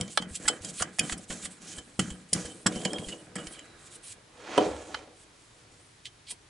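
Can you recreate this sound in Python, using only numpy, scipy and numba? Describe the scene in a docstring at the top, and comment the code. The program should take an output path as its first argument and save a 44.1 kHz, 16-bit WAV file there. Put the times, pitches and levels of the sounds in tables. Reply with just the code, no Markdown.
"""A quiet workshop: fingers flick a drill chuck round to back a tap out of a part held in a lathe.
Close to a small camera, each flick slaps the steel (bursts of tiny slips ring the chuck and tap) and
rubs it (filtered grit); the tap squeaks, the machine bed rumbles and a thin whine wavers. Then the
tailstock slides away and knocks against its stop, and a finger touches the part. Air and hiss go on."""
import sys
import numpy as np
from scipy import signal
from scipy.fft import rfft, irfft
from scipy.io import wavfile
from scipy.ndimage import uniform_filter1d
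from numba import njit

SR = 44100
rng = np.random.default_rng(int(sys.argv[2]) if len(sys.argv) > 2 else 0)


def master(y):
    """Save y as 16-bit WAV."""
    cut = np.clip(np.atleast_2d(y).T, -1, 1)
    pcm = np.round(cut * 32767)  # scale
    wavfile.write(sys.argv[1], SR, pcm.astype(np.int16))


def boost(x):
    """Linear amplitude factor 10**(x/20) for a level x in decibels (scalar or array-like)."""
    u = np.asarray(x, float) / 20
    return 10 ** u


N = 286550
TIME = np.arange(N) / SR
HZ = np.fft.rfftfreq(N, 1 / SR)

# A mode is one pitch at which a thing rings; its fade time is how long it takes to drop by 60 dB.
# Colour of the still air and hiss: (frequency [Hz], relative level per Hz [dB])
SHOP_COLOUR = [(15, -46), (25, -5), (70, -7), (108, 1.5), (221, -12), (317, -7), (389, -9), (420, -6),
               (490, -13.5), (931, -11.5), (2470, -14.5), (2660, -16.5), (3190, -15.5), (10600, -21.5),
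               (11500, -35.5), (15000, -64), (22000, -120)]
# How alike the air is left and right: (frequency [Hz], correlation [0-1])
LIKENESS = [(130, 0.98), (270, 0.78), (580, 0.06), (1230, 0), (2600, 0.5), (5500, 0.4), (11000, 0.66)]
# Strokes of skin over steel:
# (start [s], length [s], level at start [dB], level at end [dB], hiss centre [Hz])
STROKES = [(0.0, 0.018, -47, -58, 7380), (0.03, .07, -55, -56, 7500), (0.105, 0.078, -48, -48, 7800),
           (0.222, 0.0048, -43, -45.5, 6540), (0.29, .055, -54.5, -51, 7780),
           (0.354, 0.0061, -36.5, -36, 7830), (0.4, 0.082, -53, -39.5, 8000),
           (0.5, 0.092, -45.5, -58, 7600), (0.62, 0.081, -49.5, -43, 7450),
           (0.735, 0.08, -50.5, -38.5, 8100), (0.84, .07, -58, -62, 7700), (0.93, 0.052, -60, -52, 8000),
           (1.025, .11, -45.5, -41, 6900), (1.15, 0.092, -64, -53.5, 8000), (1.3, 0.13, -42, -48.5, 7600),
           (1.415, 0.043, -48.5, -38.5, 8300), (1.512, .01, -48.5, -52, 7820),
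           (1.53, 0.056, -56.5, -62, 7900), (1.62, 0.11, -48.5, -42, 6300),
           (1.75, 0.035, -49.5, -43.5, 7600), (1.8, .18, -59.5, -65.5, 8100),
           (2.005, 0.12, -45.5, -50.5, 7500), (2.14, 0.099, -57, -67, 8000), (2.295, .03, -57, -59.5, 7600),
           (2.345, 0.13, -40.5, -44, 6600), (2.47, 0.23, -50, -60.5, 8900),
           (2.68, 0.097, -54.5, -44.5, 7800), (2.79, .16, -47, -53, 7200), (2.96, .036, -56, -46, 7500),
           (3.008, 0.096, -52, -46.5, 7900), (3.1, .19, -49, -67.5, 8000), (3.38, .06, -51, -56, 7780),
           (3.445, .032, -52, -49, 7000), (3.485, 0.054, -59, -48.5, 8400), (3.545, 0.16, -56.5, -71, 7800),
           (3.788, 0.084, -61.5, -50.5, 7600), (3.914, 0.047, -50.5, -43.5, 8300),
           (4.04, 0.085, -49, -46.5, 8400), (4.35, 0.23, -69, -55.5, 7100), (4.59, 0.4, -50, -58.5, 6800),
           (5.165, .07, -63, -58, 7800), (5.36, 0.27, -65.5, -68.5, 7750), (5.72, .28, -63.5, -73, 7600),
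           (6.062, .008, -50.5, -50, 7050), (6.28, 0.033, -59, -36.5, 8590)]
# A fingertip rasps over the rim of the part:
# (start [s], length [s], level at start [dB], level at end [dB], centre [Hz])
TOUCHES = [(6.052, 0.019, -47.5, -46, 3500), (6.272, .045, -50, -50, 3700)]
# Pushes that spin the chuck: (start [s], bed rumble [dB], fade as it coasts, negative swells [dB/s],
# drone above the rumble [dB], grind above the rumble [dB])
PUSHES = [(0.0, -42, 133, 4, -8), (0.198, -47, 80, 5.5, -2.5), (0.4, -49.5, 3, -1, -5),
          (0.505, -40.5, 136, -10, -4.5), (0.633, -49, 53, 1.5, -6), (0.838, -44, 147, 0.5, -2),
          (1.005, -38.5, 145, 3, -4), (1.115, -42.5, 130, 2.5, -7.5), (1.31, -43, 117, 2, -5),
          (1.43, -53.5, 70, 4.5, -0.5), (1.61, -56, -8, -0.5, -2), (1.77, -48.5, 200, -7, -6),
          (1.87, -56, 100, -1, -8.5), (2.005, -49, 69, 14, 1.5), (2.1, -52.5, 82, 6.5, -4),
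          (2.345, -37.5, 130, 3, -4.5), (2.475, -47, 64, -5, -12), (2.675, -36.5, 47, -3.5, -12.5),
          (2.82, -39.5, 15, -8, -14), (2.925, -35, 76, -8.5, -20), (3.085, -42, 108, -6.5, -12.5),
          (3.2, -54, 33, -4, -7.5), (3.369, -41, 100, -3, -7), (3.46, -49, 104, -11, -3),
          (3.55, -56.5, 14, -12, -1.5), (4.16, -54, 150, -5, -10)]
# Squeaks of the tap: (start [s], length [s], level at start [dB], level at end [dB], pitch [Hz])
SQUEAKS = [(0.012, .005, -46, -50, 3260), (0.055, .08, -58, -65, 3070), (0.218, 0.0046, -56, -53, 3220),
           (0.362, .006, -49.5, -50, 3260), (0.5, 0.081, -43.5, -65, 3070), (0.65, .006, -56, -53, 3180),
           (0.845, .05, -54, -71, 3070), (1.005, .1, -54, -60, 3070), (1.122, 0.032, -48, -69, 3040),
           (1.457, .006, -50, -49, 3030), (1.72, .06, -61, -60, 3070), (1.78, .04, -55, -64, 3070),
           (2.01, .07, -57, -70, 3070), (2.102, 0.046, -55, -62, 3080), (2.338, .06, -47, -61, 2900),
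           (2.41, 0.074, -60, -53, 3070), (2.485, 0.083, -53, -68, 3100), (2.69, 0.1, -54, -49, 3020),
           (2.81, .03, -48, -50, 3150), (2.87, .02, -39, -55, 2960), (2.91, .16, -50, -51, 3195),
           (3.088, .008, -46, -43, 2900), (3.128, 0.018, -47.5, -51.5, 2900), (3.178, .01, -55, -54, 2880),
           (3.36, .04, -51, -58, 2900), (3.415, .012, -52, -51, 2900), (3.54, .03, -53, -55, 3150),
           (3.594, .006, -42, -47.5, 3005)]
# Modes of the machine bed: (frequency [Hz], relative level [dB], fade time [s])
BED = [(183.5, 1, 0.093), (229.5, 2.5, 0.036), (310, -1.5, 0.094), (346, -2.5, 0.085), (433.4, -0.5, 0.041),
       (486.8, -5, 0.11), (553, -5, 0.057), (618, -9.5, 0.038), (716, -8.5, 0.04), (964, -16, 0.071)]
# Modes of the chuck, which the hand damps at once: (frequency [Hz], relative level [dB], fade time [s])
CHUCK = [(798, 2, 0.022), (1268, 3.5, 0.022), (1580, 13.5, 0.011), (1899, 6, 0.013), (2233, 3, .01),
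         (2810, 0.5, 0.0024), (3260, 5.5, 0.009), (3950, 6, 0.0028), (4380, -4.5, 0.0072),
         (5415, -4.5, 0.0074), (5660, -2, 0.0065), (7100, 8, 0.0037), (7400, -12.5, 0.0027),
         (8300, 11.5, 0.0022), (9190, -8, 0.0021), (10110, -13.5, 0.0019)]
# Modes of the tap, which rings on freely: (frequency [Hz], relative level [dB], fade time [s])
TAP = [(1585, -9, 0.15), (2928, -6, 0.07), (3070, 4.5, 0.12), (3225, -18, 0.06)]
# Thumps that ring the bed:
# (time [s], peak [dB], two lowest modes above that [dB], hardness [dB/octave])
THUMPS = [(0.009, -35, 3.5, 10), (0.174, -26, -30, 12), (0.45, -35.5, -16, 15), (0.5, -23.5, -13, 9),
          (0.809, -27.5, -4.5, 5), (0.993, -31, -3, 0), (1.123, -38, -18, 15), (1.299, -36.5, 3.5, -10),
          (1.442, -43, -11, 11), (1.779, -44, -7, 6), (1.991, -22, 4.5, -16), (2.328, -28, -1.5, 5),
          (2.449, -32.5, -18, 15), (2.661, -19, 2.5, -4), (2.76, -27.5, 2, 5), (2.856, -18.5, -2.5, 9),
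          (2.991, -34, 1.5, -19), (3.36, -28.5, -1, 5), (3.469, -45, -5, 4), (4.578, -7.5, -39, 19.5),
          (4.585, -7.5, -36, 10), (4.611, -16, -23, 1), (4.665, -18, -16, 7), (6.322, -45, -7.5, 24)]
# Slow jolts up through the stand: (time [s], peak [dB], pitch [Hz])
JOLTS = [(0.009, -32, 101), (0.309, -38, 78), (0.45, -41, 59), (0.609, -40.5, 89), (0.809, -35.5, 92),
         (0.992, -37.5, 113), (1.123, -35, 54), (1.299, -40.5, 35), (1.442, -48, 70), (1.779, -41.5, 71.6),
         (1.991, -24, 130), (2.111, -35.5, 59), (2.328, -35, 126), (2.449, -39, 73), (2.66, -30, 108),
         (2.76, -42, 48), (2.991, -35.5, 105), (3.068, -40, 35), (3.469, -44, 48)]
# Contacts on steel: (time [s], peak near 3 kHz [dB], low ring above that [dB],
# high ring above that [dB], contact length [s])
CONTACTS = [(0.0108, -24.5, -33, 9, 0.003), (0.078, -41.5, -16, 6.5, .0064), (0.1735, -13, 1, -1, .0055),
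            (0.2216, -30, 2, -3.5, 0.006), (0.453, -35, 4, 0, 0.013), (0.478, -14.5, -5, 6.5, .013),
            (0.619, -50, -12, 8, .005), (0.6462, -40, -8, 16.5, 0.008), (0.738, -52, -10, 15, .0074),
            (0.795, -31, 2, 4, 0.026), (0.821, -22.5, 3.5, 8.5, 0.0087), (0.986, -33.5, 6.5, 9, .003),
            (0.9913, -15, -35, 8, 0.0078), (1.095, -27, 4, -2, 0.0066), (1.121, -26, -4, 4, 0.011),
            (1.176, -47, -9, 12.5, .014), (1.3025, -32, 1, -0.5, .012), (1.452, -30, -3.5, -1.5, .012),
            (1.782, -37, -1.5, 6.5, 0.0089), (1.9915, -19.5, -1, 3.5, .011), (2.102, -38, -3, 7, 0.0088),
            (2.3305, -21, -33, 12.5, 0.0079), (2.451, -40, -1, 9, 0.014), (2.659, -28.5, 10.5, -13, 0.016),
            (2.6623, -16, -18, 5, .012), (2.719, -37.5, -10, 5, .01), (2.753, -37, -13, 5.5, 0.016),
            (2.816, -37.5, -21, -10, 0.0065), (2.848, -17.5, -8.5, 0, 0.011), (2.932, -31.5, -1, 9, 0.0036),
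            (2.984, -29.5, -30, -7, .0037), (3.084, -35, -26, 4, 0.013), (3.3538, -33.5, 1, 7, 0.015),
            (3.3794, -35.5, -2, -9, 0.015), (3.468, -34.5, -17, 2.5, 0.0077),
            (3.5483, -42, -24, -13, 0.011), (3.591, -39.5, -30, 1.5, 0.0061),
            (4.5762, -18, 1.5, -7.5, 0.0092), (4.9436, -23.5, 0, -11, 0.0053),
            (6.0538, -29.5, -21, -4.5, 0.0067), (6.064, -38.5, -28, -13, 0.0068),
            (6.269, -48, -14, -8, .014), (6.2832, -41, -21.5, -2, 0.0099), (6.3064, -37, -11.5, -6, 0.0058)]
# Bands of the low, middle and high chuck ring: (lower edge [Hz], upper edge [Hz])
RING_BANDS = [(650, 2600), (1900, 5600), (4400, 15000)]
# Faint whine as the chuck coasts: (time [s], pitch [Hz], level [dB])
WHINE = [(3.5, 3980, -67), (3.82, 3900, -69), (4.05, 3950, -75)]
# The tailstock sliding on its ways: (time [s], rumble [dB], scrape [dB])
SLIDE = [(4.25, -72, -79), (4.39, -54, -55.5), (4.49, -45, -46), (4.56, -40.5, -41.5), (4.6, -20.5, -39),
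         (4.64, -29, -38.5), (4.7, -33.5, -47.5), (4.85, -49, -54), (4.9, -44.5, -56), (4.97, -50.5, -48),
         (5.042, -50, -58.5), (5.14, -61, -73), (5.36, -69.5, -71), (5.75, -65.5, -72), (5.9, -75, -78)]
# Colour of the scrape along the ways: (frequency [Hz], relative level per Hz [dB])
WAYS = [(530, -31.5), (900, -0.5), (1310, -3.5), (1500, -5), (3270, -9), (5450, -16), (6420, -14.5),
        (9000, -26.5), (11700, -53.5), (19800, -120)]
# Balance of the near sources: (frequency [Hz], left minus right [dB])
PORTS = [(60, -1), (110, 2), (190, 0), (350, 0), (630, -1.5), (1130, -3), (2030, -5), (3640, -3),
         (6550, -3), (11800, 0.5)]


def set_rms(x, db=0):
    """Scales a sound to an average (rms) level in dB."""
    return x * boost(db) / np.sqrt(np.mean(x ** 2))


def set_peak(x, db):
    """Scales a sound so that its largest sample has this level in dB."""
    return x * boost(db) / np.abs(x).max()


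def at_hz(points):
    """Reads a (frequency, value) table at every frequency, on a logarithmic scale."""
    hz, value = np.transpose(points)
    return np.interp(np.log(HZ + 1), np.log(hz), value)


def colour(x, db):
    """Raises or lowers every frequency by its own number of dB."""
    return irfft(rfft(x) * boost(db), N)


def band(x, low_hz, high_hz):
    """Keeps the sound between two frequencies."""
    return signal.sosfilt(signal.butter(2, [low_hz, high_hz], "band", fs=SR, output="sos"), x)


@njit
def moving_band(x, hz, width_hz):
    """State-variable band-pass whose centre may move every sample."""
    y, band_state, low_state = np.empty(len(x)), 0., 0.
    for i in range(len(x)):
        g, k = np.tan(np.pi * hz[i] / SR), width_hz / hz[i]
        v = (band_state + g * (x[i] - low_state)) / (1 + g * (g + k))
        band_state = 2 * v - band_state
        low_state += 2 * g * v
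        y[i] = k * v
    return y


def columns(table):
    """Reads a curve table over time; adds a switch that is on while the table lasts."""
    s, *values = np.transpose(table)
    on = (TIME > s[0]) & (TIME < s[-1])
    return [np.interp(TIME, s, v) for v in values] + [on]


def swells(rows, rise_db_s, fall_db_s):
    """Each row rises, slides between its levels and falls; gives summed gain and power-weighted pitch."""
    power, pitch = np.full(N, 1e-16), np.full(N, 1e-16 * rows[0][4])
    for s, length, first_db, last_db, hz in rows:
        # leave room for 60 dB of rise and of fall
        start = max(int((s - 60 / rise_db_s) * SR), 0)
        span = slice(start, int((s + length + 60 / fall_db_s) * SR))
        t = TIME[span] - s
        db = np.interp(t, [0, max(length, .001)], [first_db, last_db])
        db = db - rise_db_s * np.maximum(-t, 0) - fall_db_s * np.maximum(t - length, 0)
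        row_power = boost(2 * db)
        power[span] += row_power
        pitch[span] += row_power * hz
    return np.sqrt(power), pitch / power


def walk(rate):
    """Random levels, rate of them a second, smoothed twice; spread near 1."""
    k = int(SR / rate)
    steps = np.repeat(rng.standard_normal(N // k + 1), k)
    return 1.3 * uniform_filter1d(uniform_filter1d(steps, k), k)[:N]


def grit(shape, share, spread_db):
    """Tiny slips on a share of the samples, a few far larger than the rest."""
    happens = rng.random(shape) < share
    return happens * rng.standard_normal(shape) * boost(spread_db * rng.exponential(size=shape))


def rings(modes, seconds):
    """One decaying sine per mode, as rows."""
    hz, db, t60 = np.array(modes).T[:, :, None]
    t = np.arange(int(seconds * SR)) / SR
    return boost(db) * np.exp(-np.log(1000) * t / t60) * np.sin(2 * np.pi * hz * t)


def harder(modes, tilt_db):
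    """A harder push favours the upper modes by so many dB an octave."""
    return [(hz, db + tilt_db * np.log2(hz / modes[0][0]), t60) for hz, db, t60 in modes]


def rumble(modes, share, spread_db, low_hz):
    """Dense slips keep a set of modes ringing, here at rms 1."""
    ringing = signal.fftconvolve(grit(N, share, spread_db), rings(modes, .3).sum(axis=0))[:N]
    return set_rms(band(ringing, low_hz, 15000))


def add(out, s, sound):
    """Mixes a sound in at a time in seconds."""
    i = max(int(s * SR), 0)
    out[i:i + len(sound)] += sound[:N - i]


def shop():
    """Still air and microphone hiss are coloured noise; the bass is nearly the same left and right."""
    like = np.clip(at_hz(LIKENESS), 0, 1)
    mid, side = (rfft(rng.standard_normal(N)) * boost(at_hz(SHOP_COLOUR)) for _ in range(2))
    # more middle and less side makes the two channels more alike
    mid, side = irfft(mid * np.sqrt(1 + like), N), irfft(side * np.sqrt(1 - like), N)
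    return set_rms(np.array([mid + side, mid - side]), -58) * boost(0.62 * walk(1.2))


def rub():
    """Skin ridges hiss at a pitch that follows the stroke, the finger pad rustles lower, a fingertip rasps."""
    stroke, ridge_hz = swells(STROKES, rise_db_s=899.5, fall_db_s=800)
    skin = boost(1.6 * walk(60)) * grit(N, .3, 1.1)
    ridges = set_rms(band(moving_band(skin, ridge_hz + 600 * walk(30), 2500.), 6300, 15000))
    pad_db = -7.5 + 0.97 * walk(90)  # relative to the hiss
    pad = boost(pad_db) * set_rms(band(skin, 2400, 4960))
    touch, touch_hz = swells(TOUCHES, rise_db_s=4000, fall_db_s=1500)
    rasp = set_rms(band(moving_band(grit(N, 0.091, 3.3), touch_hz, 1400.), 2100, 7000))
    return touch * rasp + stroke * (ridges + pad)


def turn():
    """The thread drags: the bed drones and rumbles, low chuck modes grind, the tap squeaks near 3 kHz."""
    push_s = 0.0095  # time a push takes
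    squeak_reach_hz, squeak_flutter_db = 95, 2.5
    pushes = np.array(PUSHES)
    latest = np.maximum(np.searchsorted(pushes[:, 0], TIME) - 1, 0)
    s, db, fade, drone, grind = pushes[latest].T
    spin_db = db - fade * (TIME - s)  # the chuck coasts until the next push
    levels_db = [spin_db, spin_db + drone, spin_db + grind]
    bed_db, drone_db, grind_db = uniform_filter1d(levels_db, int(push_s * SR) + 1)
    bed_drone = boost(drone_db) * rumble(BED[:2], 0.039, 1.0, 87)
    bed_rumble = boost(bed_db + 0.83 * walk(25.71)) * rumble(harder(BED[2:], 0.5), .05, 1.9, 180)
    chuck_grind = boost(grind_db + 0.43 * walk(30)) * rumble(CHUCK[:5], .1, 0.83, 700)

    squeal, squeak_hz = swells(SQUEAKS, rise_db_s=698, fall_db_s=600)
    squeak = np.zeros(N)
    # the squeak jumps between the modes of the tap: those nearest its pitch sound loudest
    for mode in TAP[1:]:
        nearness = np.exp(-((squeak_hz - mode[0]) / squeak_reach_hz) ** 2)
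        squeak += nearness * rumble([mode], .03, 1.7, 2340)
    flutter = boost(squeak_flutter_db * walk(60))
    return bed_drone + bed_rumble + chuck_grind + squeal * flutter * set_rms(squeak)


def thumps():
    """A soft push rings the bed, and a slow jolt comes up through the stand."""
    out, push = np.zeros(N), -np.hanning(int(0.0011 * SR))
    # each thump weighs the modes afresh
    weights = boost(3.5 * rng.standard_normal((len(THUMPS), len(BED))))
    for (s, db, deep_db, tilt_db), weight in zip(THUMPS, weights):
        modes = rings(harder(BED, tilt_db), .3)
        upper = np.convolve(weight[2:] @ modes[2:], push)
        deep = np.convolve(weight[:2] @ modes[:2], push)
        add(out, s, set_peak(band(upper, 300, 3000), db))
        add(out, s, set_peak(band(deep, 200, 1000), db + deep_db))
    for s, db, hz in JOLTS:
        jolt = -rings([(hz, 0, 0.098)], .2)[0]
        add(out, s, set_peak(jolt, db))
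    return out


def contacts():
    """Each contact is a few ms of slips; the grip shifts and weighs the modes of the chuck afresh."""
    press_share = 0.22  # share of a contact spent pressing on
    tap_ring_db = -13.5  # relative to the 3 kHz peak of a contact
    early_s = .0004  # each sound starts this much before its listed time
    out, t, tap = np.zeros(N), np.arange(2048) / SR, rings(TAP, .2).sum(axis=0)
    group = np.digitize(np.array(CHUCK)[:, 0], (2200, 5000))  # low, middle or high modes
    slips = grit((len(CONTACTS), len(t)), .4, 2.2)
    chance = rng.standard_normal((len(CONTACTS), 2, len(CHUCK)))
    for (s, db, low_db, high_db, length), slip, (weight, shift) in zip(CONTACTS, slips, chance):
        length = max(length, .001)
        # pressure builds up, stays, and lets go abruptly
        press = slip * np.exp(-(t / length) ** 3) * np.minimum(t / (press_share * length), 1)
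        gripped = [(hz + 1.5 * d / t60, mode_db + 2 * w, t60)
                   for (hz, mode_db, t60), w, d in zip(CHUCK, weight, shift)]
        modes = rings(gripped, .04)
        for k, ring_db in enumerate((low_db, 0, high_db)):
            ring = signal.fftconvolve(press, modes[group == k].sum(axis=0))
            add(out, s - early_s, set_peak(band(ring, *RING_BANDS[k]), db + ring_db))
        tap_ring = signal.fftconvolve(press, tap)
        add(out, s - early_s, set_peak(tap_ring, db + tap_ring_db))
    return out


def whine():
    """The coasting chuck's whine is noise filtered twice into a thin band that wavers in pitch."""
    hz, db, on = columns(WHINE)
    thin = moving_band(moving_band(rng.standard_normal(N), hz, 150.), hz, 300.)
    return on * boost(db) * set_rms(thin)


def slide():
    """Heavy iron scrapes along the ways, shakes the upper modes of the bed and booms into the floor."""
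    bed_db, scrape_db, on = columns(SLIDE)
    bed = boost(bed_db + 0.66 * walk(40)) * rumble(harder(BED[2:-1], 5.0), .1, 1.2, 310)
    scrape = boost(scrape_db + 1.2 * walk(30)) * set_rms(colour(grit(N, .2, 1.9), at_hz(WAYS)))
    # the floor answers the knock: up at 150 dB/s to its loudest, then down at 50 dB/s
    boom_s, boom_peak_db = 4.68, -48
    boom_db = boom_peak_db - np.maximum(150 * (boom_s - TIME), 50 * (TIME - boom_s))
    boom = boost(boom_db) * set_rms(band(rng.standard_normal(N), 60, 93))
    return on * (bed + scrape + boom)


def room(x):
    """Nearby steel and walls scatter a short tail, different in each channel above the bass."""
    t60_s, room_db = 0.07, -11.5
    t = np.arange(int(.4 * SR)) / SR
    tail = rng.standard_normal((2, len(t))) * np.exp(-np.log(1000) * t / t60_s) * (t > .001)
    tail = band(tail, 360, 9000)
    tail = tail * boost(room_db) / np.sqrt(np.sum(tail ** 2) / 2)
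    return signal.fftconvolve(x[None], tail, axes=1)[:, :N]


def scene():
    """Sums the near sources, spreads them left and right, and adds their room tail and the shop air."""
    near = rub() + turn() + thumps() + contacts() + whine() + slide()
    half_db = at_hz(PORTS) / 2
    stereo = np.array([colour(near, half_db), colour(near, -half_db)])
    return stereo + room(near) + shop()


def band_limit(x):
    """A steep low-pass at the top of the band."""
    return signal.sosfilt(signal.butter(12, 12370, fs=SR, output="sos"), x)


def record(dry):
    """The treble is cut steeply above 11050 Hz."""
    mix = signal.sosfilt(signal.ellip(8, .3, 40, 11050, fs=SR, output="sos"), dry)
    return band_limit(mix)


dry = scene()
out = record(dry)
master(out)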